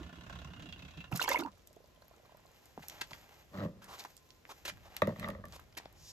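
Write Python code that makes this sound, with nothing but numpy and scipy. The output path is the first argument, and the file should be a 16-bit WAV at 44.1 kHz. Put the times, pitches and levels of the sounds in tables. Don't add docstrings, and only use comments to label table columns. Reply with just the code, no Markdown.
import sys
import numpy as np
from scipy import signal
from scipy.fft import rfft, irfft, next_fast_len
from scipy.io import wavfile
from scipy.ndimage import uniform_filter1d

SR = 44100
rng = np.random.default_rng(int(sys.argv[2]) if len(sys.argv) > 2 else 0)


def output_pcm(signal):
    pcm = np.clip(np.atleast_2d(signal).T, -1, 1) * 32767
    wavfile.write(sys.argv[1], SR, np.round(pcm).astype(np.int16))


N = 269892

# [t/s, ramp bass level/dB, ramp boom level/dB, low rattle level/dB, high rattle level/dB]
ROLL = [(0.0, -43.5, -37.5, -49, -56), (0.038, -46.5, -57, -60, -62.5), (0.14, -72, -54.5, -60, -66.5),
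        (0.176, -51, -60, -55.5, -56), (0.192, -57, -52, -71, -76), (0.21, -63, -56.5, -60, -63),
        (0.268, -55, -55.5, -57, -62), (0.446, -52.5, -57, -57.5, -59), (0.498, -50, -65, -61.5, -71),
        (0.522, -58, -58.5, -63, -62.5), (0.594, -56, -54.5, -59.5, -65.5), (0.7, -55, -55.5, -61, -61.5),
        (0.71, -50, -64, -70, -63), (0.75, -63, -63, -63, -63.5), (0.768, -71, -57, -72, -83),
        (0.784, -68, -57, -58, -54), (0.832, -54, -59, -65, -62), (0.916, -66, -64, -63.5, -60),
        (0.948, -59, -72, -59, -66), (0.982, -63, -48, -60.5, -58.5), (1.072, -64, -72, -62.5, -68.5),
        (1.1, -52, -63, -75, -88)]
# [f/Hz, width/Hz, level/dB]
RAMP_MODES = [(127.4, 13.4, 0.5), (175, 15.4, 1.5), (246, 33, -8.5), (286, 20, -3.5), (356, 52, -31)]
# [f/Hz, width/Hz, level/dB]
TRUCK_LOW_MODES = [(676, 135, -4.5), (1060, 91, -3.5), (1450, 140, -2.5), (1745, 51, -4)]
TRUCK_TOP_MODES = [(2120, 150, -2.5), (2620, 150, 1), (2980, 100, -7), (3330, 270, -1.5), (3780, 270, -3.5),
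                   (4400, 260, -17), (6100, 2700, -15.5)]
# [t/s, f/Hz, level/dB]
WHIRR = [(0, 2920, -65), (.25, 2860, -71), (.36, 2830, -67), (.43, 2730, -65), (.55, 2860, -62.5),
         (.62, 2800, -67), (.69, 2780, -61), (.79, 2730, -64), (.84, 2650, -66), (.9, 2590, -67),
         (1.0, 2660, -57), (1.08, 2770, -65.5), (1.1, 2720, -77)]
# [t/s, level/dB, f/Hz]
BUMPS = [(0.009, -36, 314), (0.112, -54, 139), (0.177, -45.5, 284), (0.277, -49, 129), (0.339, -52, 102),
         (0.382, -55, 164), (0.418, -53, 129), (0.448, -39, 137), (0.513, -47, 172), (0.569, -42, 103),
         (0.644, -47, 295), (0.68, -40.5, 170), (0.829, -42, 135), (0.972, -40.5, 154), (0.998, -43, 180),
         (1.04, -53, 153)]
# [f/Hz, relative level/dB]
YARD = [(100, -1.5), (242, -4), (607, -4.5), (1070, -23), (1400, -14), (3000, -18), (7000, -22),
        (10000, -23), (13200, -20.5), (16000, -32.5)]
# [t/s, level/dB]
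YARD_BASS = [(0, -68), (.6, -55.5), (1.3, -59.5), (1.6, -66.5), (2.69, -68), (2.96, -62), (3.36, -66.5),
             (3.72, -58), (4.07, -69), (4.53, -69), (4.75, -55), (4.95, -61.5), (5.28, -50.5), (5.69, -62),
             (6.12, -59)]
# [f/Hz, width/Hz, level/dB]
DRONE = [(611.5, 36, -87), (1030, 43, -83)]
# [t/s, f/Hz, level/dB, t60/s, pitch rise over t60/octave]
GULPS = [(1.116, 780, -44, 0.023, 0), (1.120, 880, -23.5, 0.0094, -0.4), (1.126, 2600, -26.5, 0.0081, 0.13),
         (1.119, 290, -31.5, 0.026, 0.56), (1.1285, 137, -14, 0.034, -0.054),
         (1.127, 1440, -33, .015, -0.47), (1.144, 710, -36, .02, -0.15), (1.195, 1820, -29, .012, 0),
         (1.203, 1090, -40, 0.023, -0.56), (1.225, 555, -43, 0.042, .6), (1.281, 1520, -30.5, 0.034, 0.27),
         (1.282, 494, -31, .03, 0.094), (1.147, 189, -19.5, 0.032, -0.58), (1.154, 698, -35, 0.014, 0.26),
         (1.17, 159, -32, 0.058, -0.14), (1.195, 1450, -20.5, 0.019, 0.042),
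         (1.206, 3760, -30.5, 0.014, -0.31), (1.2145, 905, -12.5, 0.0067, 0.33),
         (1.216, 4000, -23.5, 0.0098, 0.43), (1.278, 3180, -35.5, 0.029, 0.46),
         (1.277, 4550, -35, 0.019, -0.22), (1.219, 2590, -27, 0.022, 1.1), (1.240, 940, -31, 0.031, 0.24),
         (1.246, 2240, -29.5, 0.023, -0.15), (1.259, 990, -28, 0.016, -0.3),
         (1.278, 930, -22.5, 0.031, -0.12), (1.284, 940, -18, 0.014, -0.11),
         (1.290, 1775, -25, 0.022, 0.21), (1.303, 513, -28, 0.059, 0.46),
         (1.313, 2140, -27.5, 0.042, -0.089), (1.317, 930, -15.5, 0.014, 0.31),
         (1.322, 2070, -30, 0.028, 0.056), (1.316, 3560, -37, 0.024, 0.056),
         (1.330, 2550, -25, 0.0112, 0.012), (1.345, 2773, -28.5, 0.013, .1),
         (1.373, 3370, -45, 0.017, 0.29), (1.394, 3630, -36.5, 0.015, .1), (1.436, 4400, -44, 0.012, 0.12),
         (1.3449, 936, -19.5, 0.036, 0.26), (1.356, 1020, -39, 0.034, 0.96),
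         (1.366, 528, -35.5, 0.081, 1.7), (1.434, 920, -39, 0.014, 0.62), (1.452, 295, -34, 0.058, -0.5),
         (1.471, 1400, -50, .025, 0.18), (1.480, 950, -44, .03, 0.55), (1.474, 210, -46.5, 0.1, -0.39),
         (1.358, 2154, -22, 0.03, 0.12), (1.361, 433, -37, 0.057, 0.66), (1.372, 2230, -57, 0.032, 0.99),
         (1.389, 331, -27, 0.064, 0.34), (1.396, 327, -16, 0.016, 0.29), (1.407, 306, -30, 0.072, 1.2),
         (1.418, 1415, -40, .04, 0.1), (1.424, 784, -20, 0.0069, 0.6), (1.428, 262, -35, 0.08, 0.57),
         (1.435, 2690, -42.5, 0.012, 0.11), (1.449, 866, -30, 0.051, 0.67), (1.472, 832, -28, 0.014, 0.8)]
# [t/s, length/s, gurgle level/dB, fizz level/dB, spray level/dB,
# level change over the length/dB]
SLOSH = [(1.109, 0.056, -44, -49.5, -58, -12.5), (1.149, 0.057, -47, -38, -44, -15.5),
         (1.192, 0.024, -57, -45.5, -66, 8), (1.211, 0.041, -47, -38, -41, -2),
         (1.251, 0.026, -75, -53, -61, -14), (1.27, 0.074, -43.5, -40, -57.5, 2),
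         (1.335, 0.053, -41.5, -65.5, -55, -6), (1.381, 0.033, -43.5, -47.5, -62, 6),
         (1.439, 0.069, -50.5, -73.5, -76, -17), (1.498, 0.13, -76, -72, -84, 3)]
# [t/s, level/dB]
SMACKS = [(1.123, -39), (1.16, -19.5), (1.2156, -41), (1.2764, -46), (1.2907, -18.5), (1.3204, -35),
          (1.330, -30), (1.369, -42), (1.388, -29), (1.409, -36), (1.436, -42), (1.579, -57), (1.673, -39),
          (1.7294, -51)]
# [t/s, level/dB, f/Hz, relative level of the follower/dB]
PLOPS = [(1.537, -57.5, 560, -21), (1.598, -61, 465, -12), (1.664, -69, 601, -11), (1.709, -54.5, 570, -20),
         (1.766, -45, 410, -5.5), (1.804, -53, 471, -10), (1.842, -52, 575, -11), (1.885, -60, 610, -8),
         (1.976, -54, 580, -15), (2.02, -51.5, 590, -5), (2.025, -52, 1450, -15), (2.045, -58, 590, -10),
         (2.083, -62, 504, -12), (2.112, -49.5, 630, -10.5), (2.139, -58, 800, -2), (2.173, -57, 460, -10),
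         (2.199, -53, 600, -20), (2.233, -58, 463, -5), (2.25, -55, 680, -4), (2.262, -58, 547, -6),
         (2.292, -60.5, 590, 6), (2.321, -50.5, 630, -10.5), (2.347, -49, 570, -5), (2.372, -59, 710, -8),
         (2.377, -57, 1370, -14), (2.394, -59, 607, -3), (2.452, -52, 640, -5), (2.51, -60, 490, -11)]
# [t/s, level/dB, f/Hz]
FLECKS = [(1.6374, -67, 5810), (1.6955, -62, 7260), (1.763, -59, 3270), (1.8754, -55, 13200),
          (1.9614, -57, 3070), (1.9844, -70, 3800), (2.0154, -62, 7160), (2.0208, -50, 4250),
          (2.0542, -57, 6740), (2.082, -45.5, 12200), (2.0953, -59, 6740), (2.1395, -63, 4260),
          (2.1635, -53, 7400), (2.3714, -49, 13200), (2.461, -51, 7300), (2.467, -54, 4170),
          (2.516, -54, 6940)]
# [t/s, sand level/dB, dull rub level/dB]
CREEP = [(1.6, -80, -87), (2.33, -80, -71.5), (2.61, -71, -73.5), (2.83, -65, -66), (2.93, -61, -60.5),
         (2.99, -60, -55.5), (3.04, -71, -61), (3.07, -63.5, -66.5), (3.26, -67, -64), (3.51, -69.5, -71),
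         (3.64, -62, -55), (3.76, -98, -101), (4.0, -55.5, -52.5), (4.22, -74.5, -87), (4.71, -67.5, -66),
         (5.02, -68.5, -61), (5.17, -63.5, -61), (5.23, -62, -51), (5.45, -87, -81), (5.515, -65, -65.5),
         (5.53, -67, -57), (5.57, -67, -67), (5.59, -67, -64), (5.67, -79, -76), (5.84, -77, -66.5),
         (6.12, -73, -74)]
# [t/s, length/s, level/dB, sole tone f/Hz, relative tone level/dB, level change over the length/dB]
SCUFFS = [(2.821, 0.015, -62.5, 1680, 6, 9), (3.009, 0.014, -48.5, 1940, 8, 9),
          (3.011, 0.015, -66, 930, 8, 0), (3.023, 0.033, -69, 3300, 5, 0),
          (3.109, 0.012, -62.5, 930, 12, -1), (3.129, 0.025, -65, 1070, 4, 9),
          (3.812, 0.07, -67.5, 1290, 5.5, -11), (3.869, 0.1, -60.5, 965, 5.5, 7.5),
          (3.984, 0.028, -66, 4100, 14.5, 6), (4.048, 0.017, -70, 840, 23.5, -22),
          (4.487, 0.042, -58.5, 1010, 5.5, 4), (4.649, 0.034, -48, 2070, -0.5, -18),
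          (4.674, 0.034, -47, 2040, -1, -6), (4.847, 0.043, -75.5, 810, 16, -7),
          (5.524, 0.048, -56.5, 1010, -12, 13), (5.768, 0.023, -48.5, 1870, 0, 0),
          (5.937, 0.1977, -80.5, 5600, 21, 23)]
# [t/s, level/dB, f/Hz, treble snap level/dB]
GRIT = [(2.6563, -51, 5370, -46), (2.975, -68, 6000, -59), (3.128, -62, 6000, -54), (3.142, -62, 6000, -54),
        (4.177, -44.5, 6500, -58), (4.29, -56, 4500, -68), (4.349, -57, 5000, -70), (5.484, -56, 7000, -49),
        (5.598, -48, 2100, -48), (5.726, -52, 2980, -70), (5.927, -57, 6000, -48), (6.0, -65, 7000, -62),
        (2.8837, -38, 4440, -26.5), (2.8978, -34.5, 4500, -40), (3.0147, -28, 2000, -38),
        (3.1087, -39.5, 3380, -60), (3.1327, -33.5, 2740, -63), (3.15, -53, 6000, -57),
        (3.214, -53, 4540, -53), (3.8214, -55, 3970, -59), (3.843, -44.5, 6700, -43),
        (3.9954, -36, 4130, -38.5), (4.039, -42, 3050, -44), (4.1671, -41.5, 7200, -43),
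        (4.305, -43.5, 4570, -72), (4.6538, -30.5, 2100, -41), (4.68, -29, 2200, -49),
        (4.6984, -29.5, 2090, -58), (4.772, -47, 2200, -55), (4.966, -29.5, 3730, -28),
        (4.976, -46, 2240, -64), (5.02, -24.5, 1960, -37.5), (5.072, -32.5, 2000, -38),
        (5.197, -37, 2630, -33.5), (5.286, -39.5, 2110, -37), (5.3019, -40, 2070, -40.5),
        (5.454, -44.5, 2020, -44), (5.524, -39.5, 4640, -64), (5.7507, -54, 2080, -59),
        (5.7758, -40, 2230, -37), (5.856, -43, 3260, -78)]
# [t/s, level/dB, f/Hz]
TAPS = [(2.777, -30.5, 746), (2.779, -39, 454), (2.782, -39.5, 236), (2.795, -40.5, 850), (2.805, -45, 153),
        (2.839, -42.5, 800), (2.943, -47, 800), (3.018, -33.5, 880), (3.112, -49, 170), (3.125, -47, 150),
        (3.137, -47, 1000), (3.148, -46, 1000), (3.152, -57, 160), (4.453, -36.5, 2060),
        (4.724, -47.5, 172), (5.595, -39.5, 1260), (5.8, -39.5, 850), (5.858, -35, 690)]
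# [f/Hz, level/dB]
BOX_MODES = [(102, -10.5), (161, -9.5), (194, -7), (226, -11), (303, -15), (401, -11.5), (518, -1),
             (592, 3.5), (641, 0), (896, -6), (1122, 1.5), (1236, 1), (1440, -10), (1763, 0), (1914, 4.5),
             (2210, -7), (2860, -31), (3610, -3.5)]
PANEL = [0, 0, 0, 0, 1, 1, 1, 1, 1, 1, 2, 2, 2, 2, 3, 3, 3, 3]
# [t/s, level/dB, contact/ms, base level/dB, side level/dB, lid level/dB]
KNOCKS = [(5.0192, -13, 0.019, -1.8, -1.5, -3), (5.0733, -8, 0.94, -4.5, -6, 3),
          (5.092, -25, 0.48, -5, -8, 6), (5.121, -42, 0.22, -8, -17, -5), (5.160, -40.5, 0.035, -5, -1, -1),
          (5.197, -49, 0.036, 17, 6, 9), (5.21, -50, 0.055, 4, 3, 9), (5.219, -52, 0.05, 1, 2, 12),
          (5.228, -42, 0.049, 9, 8, 8), (5.239, -47, 0.037, 14, 6, 10.5),
          (5.244, -36, 0.053, -5, 6.5, 12.5), (5.262, -35, .05, 3, -3, -13),
          (5.275, -32.5, 0.2, -11, 6, -8), (5.287, -25.5, 0.089, -1, -0.5, -6), (5.297, -59, .05, 2, 3, 10),
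          (5.304, -41, 0.072, 5, 0, 8), (5.313, -51, .05, 4, -7, -7), (5.335, -47, 0.053, 6, 4, -7),
          (5.349, -35.5, 0.14, -15, -1, 1), (5.363, -47, .06, 0, -6, -6), (5.385, -37.5, 0.38, 9, -5, -6),
          (5.393, -38, 0.83, -2, 2, -3), (5.439, -39, 0.081, -3, 6, -5), (5.456, -50, 0.069, -7, 7.5, 1)]
# [t/s, swell/s, hold/s, heave level/dB, scrape level/dB]
DRAGS = [(3.506, 0.037, 0.037, -45, -50), (3.566, 0.022, 0.041, -41.5, -47),
         (3.623, 0.0088, 0.018, -40.5, -58), (3.643, 0.0096, 0.012, -46, -69),
         (3.695, 0.0087, 0.046, -65, -80), (3.753, .01, 0.12, -66, -74), (5.028, 0.0086, 0.024, -39, -50),
         (5.071, 0.0062, 0.033, -42, -51), (5.178, 0.014, 0.13, -45.5, -59),
         (5.336, 0.03, 0.052, -59.5, -65.5), (5.43, .012, 0.031, -55, -65)]
LAG = dict(truck=4, water=6.5, box=-7, shoes=6.33)
# [f/Hz, phase/rad]
PORT = [(6200, 0), (7600, 1.8), (9000, 3.0), (9650, 3.3), (11000, 5.3), (11700, 6.1), (12400, 6.35),
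        (13100, 6.8), (14500, 8.8), (15200, 9.3), (16000, 9.45)]
# [f/Hz, level/dB]
MIC = [(7000, 0), (8400, -3), (9400, -8), (10600, -3), (12000, 0), (14300, -2), (15200, -9), (16000, -16)]

RIBS_HZ, RIB_JITTER, RIB_SCATTER_DB = 32.8, 0.1, 3
JOLT_S, JOLT_SHARE = .009, .7
RATTLE_FLICKER_DB = 2.5
RATTLE_TREBLE_DB = -19
RATTLE_WIDE = 0.77
WHIRR_WIDTH_HZ = 105
RAMP_BASS_HZ, RAMP_BASS_WIDTH_HZ = 69.5, 18
BUMP_CYCLES = 11.9
YARD_DB = -67.5
SWELL_CYCLES, GULP_WOBBLE_DB = 1.2, 1.5
GULP_PAN_DB, GULP_PAN_SPREAD_DB = -5.5, 2.5
FROTH_S, FROTH_HZ, FROTH_DB, FROTH_T60_S = (1.2, 1.4), (351, 3360), -42.5, 0.024
FROTH_RISE_OCT, FROTH_COUNT = 0.41, 70
SURGE_DB, FIZZ_Q = 2.5, 2.2
SMACK_BODY_DB, SMACK_PAN_SPREAD_DB = -25, 2.5
PLOP_UPPER, PLOP_PAN_DB = 1.63, -7.5
FLECK_COUNT, FLECK_FLOOR_DB = 25, -64
TICK_RISE_S = 0.00013
TUB_WALL_MS, TUB_WALL_DB = 1.7, -40
CREEP_HISS_DB = -4.5
SOLE_HZ, SOLE_WIDTH_HZ, SOLE_DB = 820, 108, -9
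SCUFF_TREBLE_DB, TAP_CYCLES = -2.5, 5.7
SHOE_PAN_DB, GRAIN_PAN_SPREAD_DB = -0.6, 3.5
BOX_CYCLES, BOX_LEAK = 36, 6
KNOCK_SPOT_DB, KNOCK_DETUNE = 2, .03
SLIPS_HZ, SLIP_JITTER, SLIP_SCATTER_DB = 97, .15, 2
HEAVE_GRIND = 0.35
HEAVE_DAMP_S, SCRAPE_DAMP_S = 0.025, 0.0062
SCRAPE_GRIT_DB = -17
DRAG_SWELL_DB, HEAVE_FADE_DB_PER_S, SCRAPE_FADE_DB_PER_S = 29.5, 276, 517
LAG_TOP_HZ = 4440
ECHO_DB, ECHO_T60_S, ECHO_HZ = -10, 0.11, (1160, 7200)
TOP_HZ = 16300
OPPOSITE = np.array([[1], [-1]])


def undb(db):
    return 10 ** (np.asarray(db) / 20)


def unit(x):
    return x / np.sqrt(np.mean(x ** 2))


def curve(rows):
    s, *columns = np.transpose(rows)
    t = np.arange(N) / SR
    gate = uniform_filter1d(1. * ((t >= s[0]) & (t <= s[-1])), size=400)
    return gate, *(np.interp(t, s, c) for c in columns)


def band(x, lo_hz, hi_hz):
    sos = signal.butter(2, [lo_hz, min(hi_hz, .45 * SR)], "band", fs=SR, output="sos")
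    return signal.sosfilt(sos, x)


def ring(x, hz, width):
    return signal.lfilter(*signal.iirpeak(hz, hz / width, SR), x)


def clicks(rate, spread_db):
    hit, size, sign = rng.random(N), rng.exponential(size=N), rng.standard_normal(N)
    return (hit < rate / SR) * undb(spread_db * size) * np.sign(sign) / np.sqrt(rate / SR)


def walk(rate):
    k = int(SR / rate)
    steps = np.repeat(rng.standard_normal(N // k + 1), k)
    return 1.29 * uniform_filter1d(uniform_filter1d(steps, k), k)[:N]


def place(x, pan_db):
    return x * undb(np.array([[pan_db], [-pan_db]]) / 2)


def add(out, s, x, pan_db):
    i = int(s * SR)
    out[:, i:i + len(x)] += place(x, pan_db)[:, :max(N - i, 0)]


def bubble(hz, db, t60, rise, swell_cycles, wobble_db):
    t = np.arange(int(abs(t60) * SR)) / SR
    phase = 2 * np.pi * np.cumsum(hz * 2 ** (rise * t / t60)) / SR
    shake = np.interp(t * hz / 3, np.arange(40), rng.standard_normal(40))
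    decay = undb(db - 60 * (t / t60) ** 1.16 + wobble_db * shake)
    swell = 1 - np.exp(-t * hz / swell_cycles)
    return decay * swell * np.sin(phase)


def tick(db, lo_hz, hi_hz, t60):
    t = np.arange(700) / SR
    envelope = (1 - np.exp(-t / TICK_RISE_S)) * undb(-60 * t / t60)
    x = band(rng.standard_normal(len(t)) * envelope, lo_hz, hi_hz)
    return undb(db) * x / np.abs(x).max()


def first_second_unit(x):
    return x / x[:SR].std()


def rib_jolts():
    chance = rng.standard_normal((80, 2)).T
    times = np.cumsum(np.exp(RIB_JITTER * chance[0])) / RIBS_HZ
    ribs = np.zeros(N)
    ribs[(times * SR).astype(int)] = undb(RIB_SCATTER_DB * chance[1])
    relaxing = signal.lfilter([1], [1, -np.exp(-1 / (JOLT_S * SR))], ribs)
    return 1 - JOLT_SHARE + JOLT_SHARE * first_second_unit(relaxing)


def truck():
    gate, bass_db, boom_db, low_db, top_db = curve(ROLL)
    jolt = rib_jolts()
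    rattle = clicks(2600., 1.5)

    def part():
        return jolt * (0.59 * rattle + clicks(1500., 2.5))

    def parts(modes):
        return first_second_unit(sum(undb(g + RATTLE_FLICKER_DB * walk(29.96)) * ring(part(), hz, w)
                                     for hz, w, g in modes))

    def wide(modes):
        return parts(modes) + RATTLE_WIDE * parts(modes) * OPPOSITE

    low = band(wide(TRUCK_LOW_MODES), 410, 1760)
    treble = first_second_unit(band(jolt * rattle, 12000, 16000))
    top = band(wide(TRUCK_TOP_MODES), 1500, 8500) + undb(RATTLE_TREBLE_DB) * treble
    _, hz, whirr_db = curve(WHIRR)
    turn = np.exp(2j * np.pi * np.cumsum(hz) / SR)
    slow = signal.butter(1, WHIRR_WIDTH_HZ / 2, fs=SR)
    whirr = first_second_unit((turn * signal.lfilter(*slow, part() / turn)).real)
    boom = first_second_unit(sum(undb(g) * ring(jolt * clicks(600., 1.9), hz, w) for hz, w, g in RAMP_MODES))
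    bass = first_second_unit(ring(clicks(600., 2.1), RAMP_BASS_HZ, RAMP_BASS_WIDTH_HZ))
    out = undb(bass_db) * bass + undb(boom_db) * boom
    out = out + undb(low_db) * low + undb(top_db) * top + undb(whirr_db) * whirr
    out = gate * out
    for s, level_db, hz in BUMPS:
        add(out, s, bubble(hz, level_db, BUMP_CYCLES / hz, 0, 0.54, 1.5), 0)
    return place(out, -4.5)


def yard():
    out, (hzs, dbs) = 0, np.transpose(YARD)
    for hz in 120 * 2 ** np.arange(0, 7.1, .5):
        mid, side = (ring(rng.standard_normal(N), hz, hz / 3.2) for _ in range(2))
        db = np.interp(np.log(hz), np.log(hzs), dbs) + 0.5 * walk(8.5)
        out = out + undb(db) * (mid + min(hz / 400.0, .8, 4000 / hz) * side * OPPOSITE)
    mid, side = (unit(band(rng.standard_normal(N), 2.9, 90.0)) for _ in range(2))
    bass = undb(curve(YARD_BASS)[1]) * (mid + 0.39 * side * OPPOSITE)
    drone = 0
    for hz, width, db in DRONE:
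        tone = unit(ring(ring(rng.standard_normal(N), hz, width), hz, width))
        drone = drone + undb(db + 4.6 * walk(3.84)) * tone
    return undb(YARD_DB) * unit(out) + bass + drone


def thrown_water():
    gurgle = sum(ring(clicks(200., 3.4), hz, hz / 5.1) for hz in np.geomspace(300, 1200, num=7))
    fizz = sum(ring(clicks(430.0, 4.9), hz, hz / FIZZ_Q) for hz in np.geomspace(1400, 6500, num=12))
    spray = band(clicks(3100.0, 3.92), 7800, 14600)
    gain = np.zeros((3, N))
    for s, length, *dbs, fade_db in SLOSH:
        i, n = int(s * SR), int(length * SR)
        envelope = signal.windows.tukey(n, .35) * undb(np.linspace(0, fade_db, n))
        gain[:, i:i + n] += np.outer(undb(dbs), envelope)
    surge = undb(SURGE_DB * walk(120))
    return place(surge * (gain * [unit(gurgle), unit(fizz), unit(spray)]).sum(axis=0), -4.5)


def water():
    out = thrown_water()
    froth = []
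    for a, b, c in rng.random((FROTH_COUNT, 3)):
        hz = FROTH_HZ[0] * (FROTH_HZ[1] / FROTH_HZ[0]) ** b
        level_db = FROTH_DB + 8 * (c - .5)
        froth.append((np.interp(a, [0, 1], FROTH_S), hz, level_db, FROTH_T60_S, FROTH_RISE_OCT))
    for s, hz, level_db, t60, rise in GULPS + froth:
        pan_db = GULP_PAN_DB + GULP_PAN_SPREAD_DB * rng.standard_normal()
        add(out, s, bubble(hz, level_db, t60, rise, SWELL_CYCLES, GULP_WOBBLE_DB), pan_db)
    for s, peak_db in SMACKS:
        smack = tick(peak_db, 5900, 21400, 0.015) + tick(peak_db + SMACK_BODY_DB, 3500, 8500, 0.0094)
        add(out, s, smack, SMACK_PAN_SPREAD_DB * rng.standard_normal())
    for s, level_db, hz, upper_db in PLOPS:
        add(out, s, bubble(hz, level_db, 11 / hz, 0.31, 0.1, 0.8), PLOP_PAN_DB)
        upper_hz = hz * PLOP_UPPER
        add(out, s + 0.0022, bubble(upper_hz, level_db + upper_db, 14 / hz, 0.24, 0.26, 0.65), PLOP_PAN_DB)
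    lesser = [(1.5 + a, FLECK_FLOOR_DB + 8 * b, 3000 * 4 ** c) for a, b, c in rng.random((FLECK_COUNT, 3))]
    for s, level_db, hz in FLECKS + lesser:
        burst = tick(level_db - 1, 2500, 18000, 0.0025)[:int(30 / hz * SR)]
        add(out, s, bubble(hz, level_db, 30 / hz, 0.12, 0.5, 0) + burst, 0)
    out[0] += undb(TUB_WALL_DB) * np.roll(out[1], int(TUB_WALL_MS * SR / 1000))
    return out


def creep():
    gate, db, dull_db = curve(CREEP)
    grains = clicks(3500., 2.3) * undb(2.5 * walk(40))
    sand = unit(band(grains, 1470, 10800))
    rub = unit(band(grains, 307, 3060)) + undb(SOLE_DB) * unit(ring(grains, SOLE_HZ, SOLE_WIDTH_HZ))
    hiss = unit(band(grains, 9800, 14800))
    return place(gate * (undb(db) * sand + undb(dull_db) * rub + undb(db + CREEP_HISS_DB) * hiss), -0.081)


def scuff(length, hz, tone_db, fade_db):
    t = np.arange(int(length * SR)) / SR
    rub = rng.standard_normal(len(t)) * undb(0.79 * rng.exponential(size=len(t)))
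    rub = rub * signal.windows.tukey(len(t), .4) * undb(fade_db * t / length)
    sole = unit(band(rub, 1400, 5080)) + undb(SCUFF_TREBLE_DB) * unit(band(rub, 3960, 10600))
    sole = sole + undb(tone_db) * unit(ring(rub, hz, hz * .5))
    return sole + undb(-2.0) * unit(band(rub, 280, 1600))


def shoes():
    out = creep()
    for s, length, level_db, hz, tone_db, fade_db in SCUFFS:
        add(out, s, undb(level_db) * scuff(length, hz, tone_db, fade_db), SHOE_PAN_DB)
    for s, peak_db, hz, top_db in GRIT:
        pan_db = SHOE_PAN_DB + GRAIN_PAN_SPREAD_DB * rng.standard_normal()
        crack = tick(peak_db, hz * 0.5, hz * 1.54, 0.01)
        add(out, s, crack + tick(top_db, 6900, 13700, 0.0097), pan_db)
    for s, level_db, hz in TAPS:
        add(out, s, bubble(hz, level_db, TAP_CYCLES / hz, 0, 0.011, 0), SHOE_PAN_DB)
    return out


def box_modes(tune):
    t = np.arange(SR // 2) / SR
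    return np.array([(-1) ** k * undb(db - 60 * t * (hz / BOX_CYCLES + BOX_LEAK))
                     * np.sin(2 * np.pi * hz * tune[k] * t) for k, (hz, db) in enumerate(BOX_MODES)])


def drags(modes):
    t = np.arange(modes.shape[1]) / SR
    chance = rng.standard_normal((900, 2)).T
    at = (np.cumsum(np.exp(SLIP_JITTER * chance[0])) / SLIPS_HZ * SR).astype(int)
    slips = np.zeros(N)
    slips[at[at < N]] = undb(SLIP_SCATTER_DB * chance[1][at < N])
    judder = unit(slips) + HEAVE_GRIND * clicks(4000., 1.0)
    strokes = 0.6 + unit(signal.lfilter([1], [1, -np.exp(-1 / (.002 * SR))], slips))
    heave = signal.fftconvolve(judder, modes.sum(axis=0) * np.exp(-t / HEAVE_DAMP_S))[:N]
    heave = unit(band(heave, 107, 300))
    scrape = sum(signal.fftconvolve(strokes * clicks(1500., 2.3), mode * np.exp(-t / SCRAPE_DAMP_S))[:N]
                 for mode in modes)
    grit = unit(band(strokes * clicks(2800.0, 1.0), 2900, 4600))
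    scrape = unit(band(scrape, 450, 1640)) + undb(SCRAPE_GRIT_DB) * grit
    out = np.zeros(N)
    for s, swell, hold, heave_db, scrape_db in DRAGS:
        late = np.arange(N) / SR - s
        push = (late > 0) * undb(DRAG_SWELL_DB * np.minimum(late / swell - 1, 0))
        after = np.maximum(late - swell - hold, 0)
        heave_gain = undb(heave_db - HEAVE_FADE_DB_PER_S * after)
        scrape_gain = undb(scrape_db - SCRAPE_FADE_DB_PER_S * after)
        out += push * (heave_gain * heave + scrape_gain * scrape)
    return out


def knocks(modes):
    top = np.abs(modes.sum(axis=0)).max()
    t = np.arange(SR // 100) / SR
    out = np.zeros((2, N))
    spots = rng.uniform(-1, 1, (len(KNOCKS), len(BOX_MODES)))
    for (s, db, contact_ms, base_db, side_db, lid_db), spot in zip(KNOCKS, spots):
        push = t * np.exp(-t * 1000 / np.clip(contact_ms / 2, .01, 2))
        push = undb(db) * push / push.sum()
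        weights = undb(np.array([base_db, 0, side_db, lid_db])[PANEL] + KNOCK_SPOT_DB * spot)
        body = weights @ box_modes(1 + KNOCK_DETUNE * spot[::-1]) / top
        add(out, s, signal.fftconvolve(push, body), 0)
    return out[0]


def box():
    modes = box_modes(np.ones(len(BOX_MODES)))
    return place(band(drags(modes) + knocks(modes), 60, 8700), -0.5)


def shape(x, gain):
    return irfft(rfft(x, next_fast_len(N)) * gain, next_fast_len(N))[:N]


def scatter(near):
    t = np.arange(SR // 5) / SR
    tail = rng.standard_normal((2, len(t))) * undb(-60 * t / ECHO_T60_S) * (t > .002)
    tail = band(tail, *ECHO_HZ)
    tail = undb(ECHO_DB) * tail / np.sqrt(np.sum(tail ** 2, axis=1)[:, None])
    return signal.fftconvolve(near.mean(axis=0, keepdims=True), tail, axes=1)[:, :N]


def scene():
    turn = 2 * np.pi * np.fft.rfftfreq(next_fast_len(N))
    reach = np.exp(-(turn * SR / (2 * np.pi * LAG_TOP_HZ)) ** 2)
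    sources = dict(truck=truck(), water=water(), shoes=shoes(), box=box())
    near = 0
    for name, (left, right) in sources.items():
        near = near + np.array([shape(left, np.exp(-1j * turn * LAG[name] * reach)), right])
    return near + scatter(near) + yard()


def record(dry):
    hz = np.fft.rfftfreq(next_fast_len(N), 1 / SR)
    mic_hz, mic_db = np.transpose(MIC)
    colour = undb(np.interp(np.log(hz + 1), np.log(mic_hz), mic_db))
    left = colour * np.exp(1j * np.interp(hz, *np.transpose(PORT)))
    both = np.array([shape(dry[0], left), shape(dry[1], colour)])
    both = signal.sosfilt(signal.butter(3, 45, "high", fs=SR, output="sos"), both)
    return signal.sosfilt(signal.ellip(10, .2, 80, TOP_HZ, fs=SR, output="sos"), both)


dry = scene()
out = record(dry)
output_pcm(out)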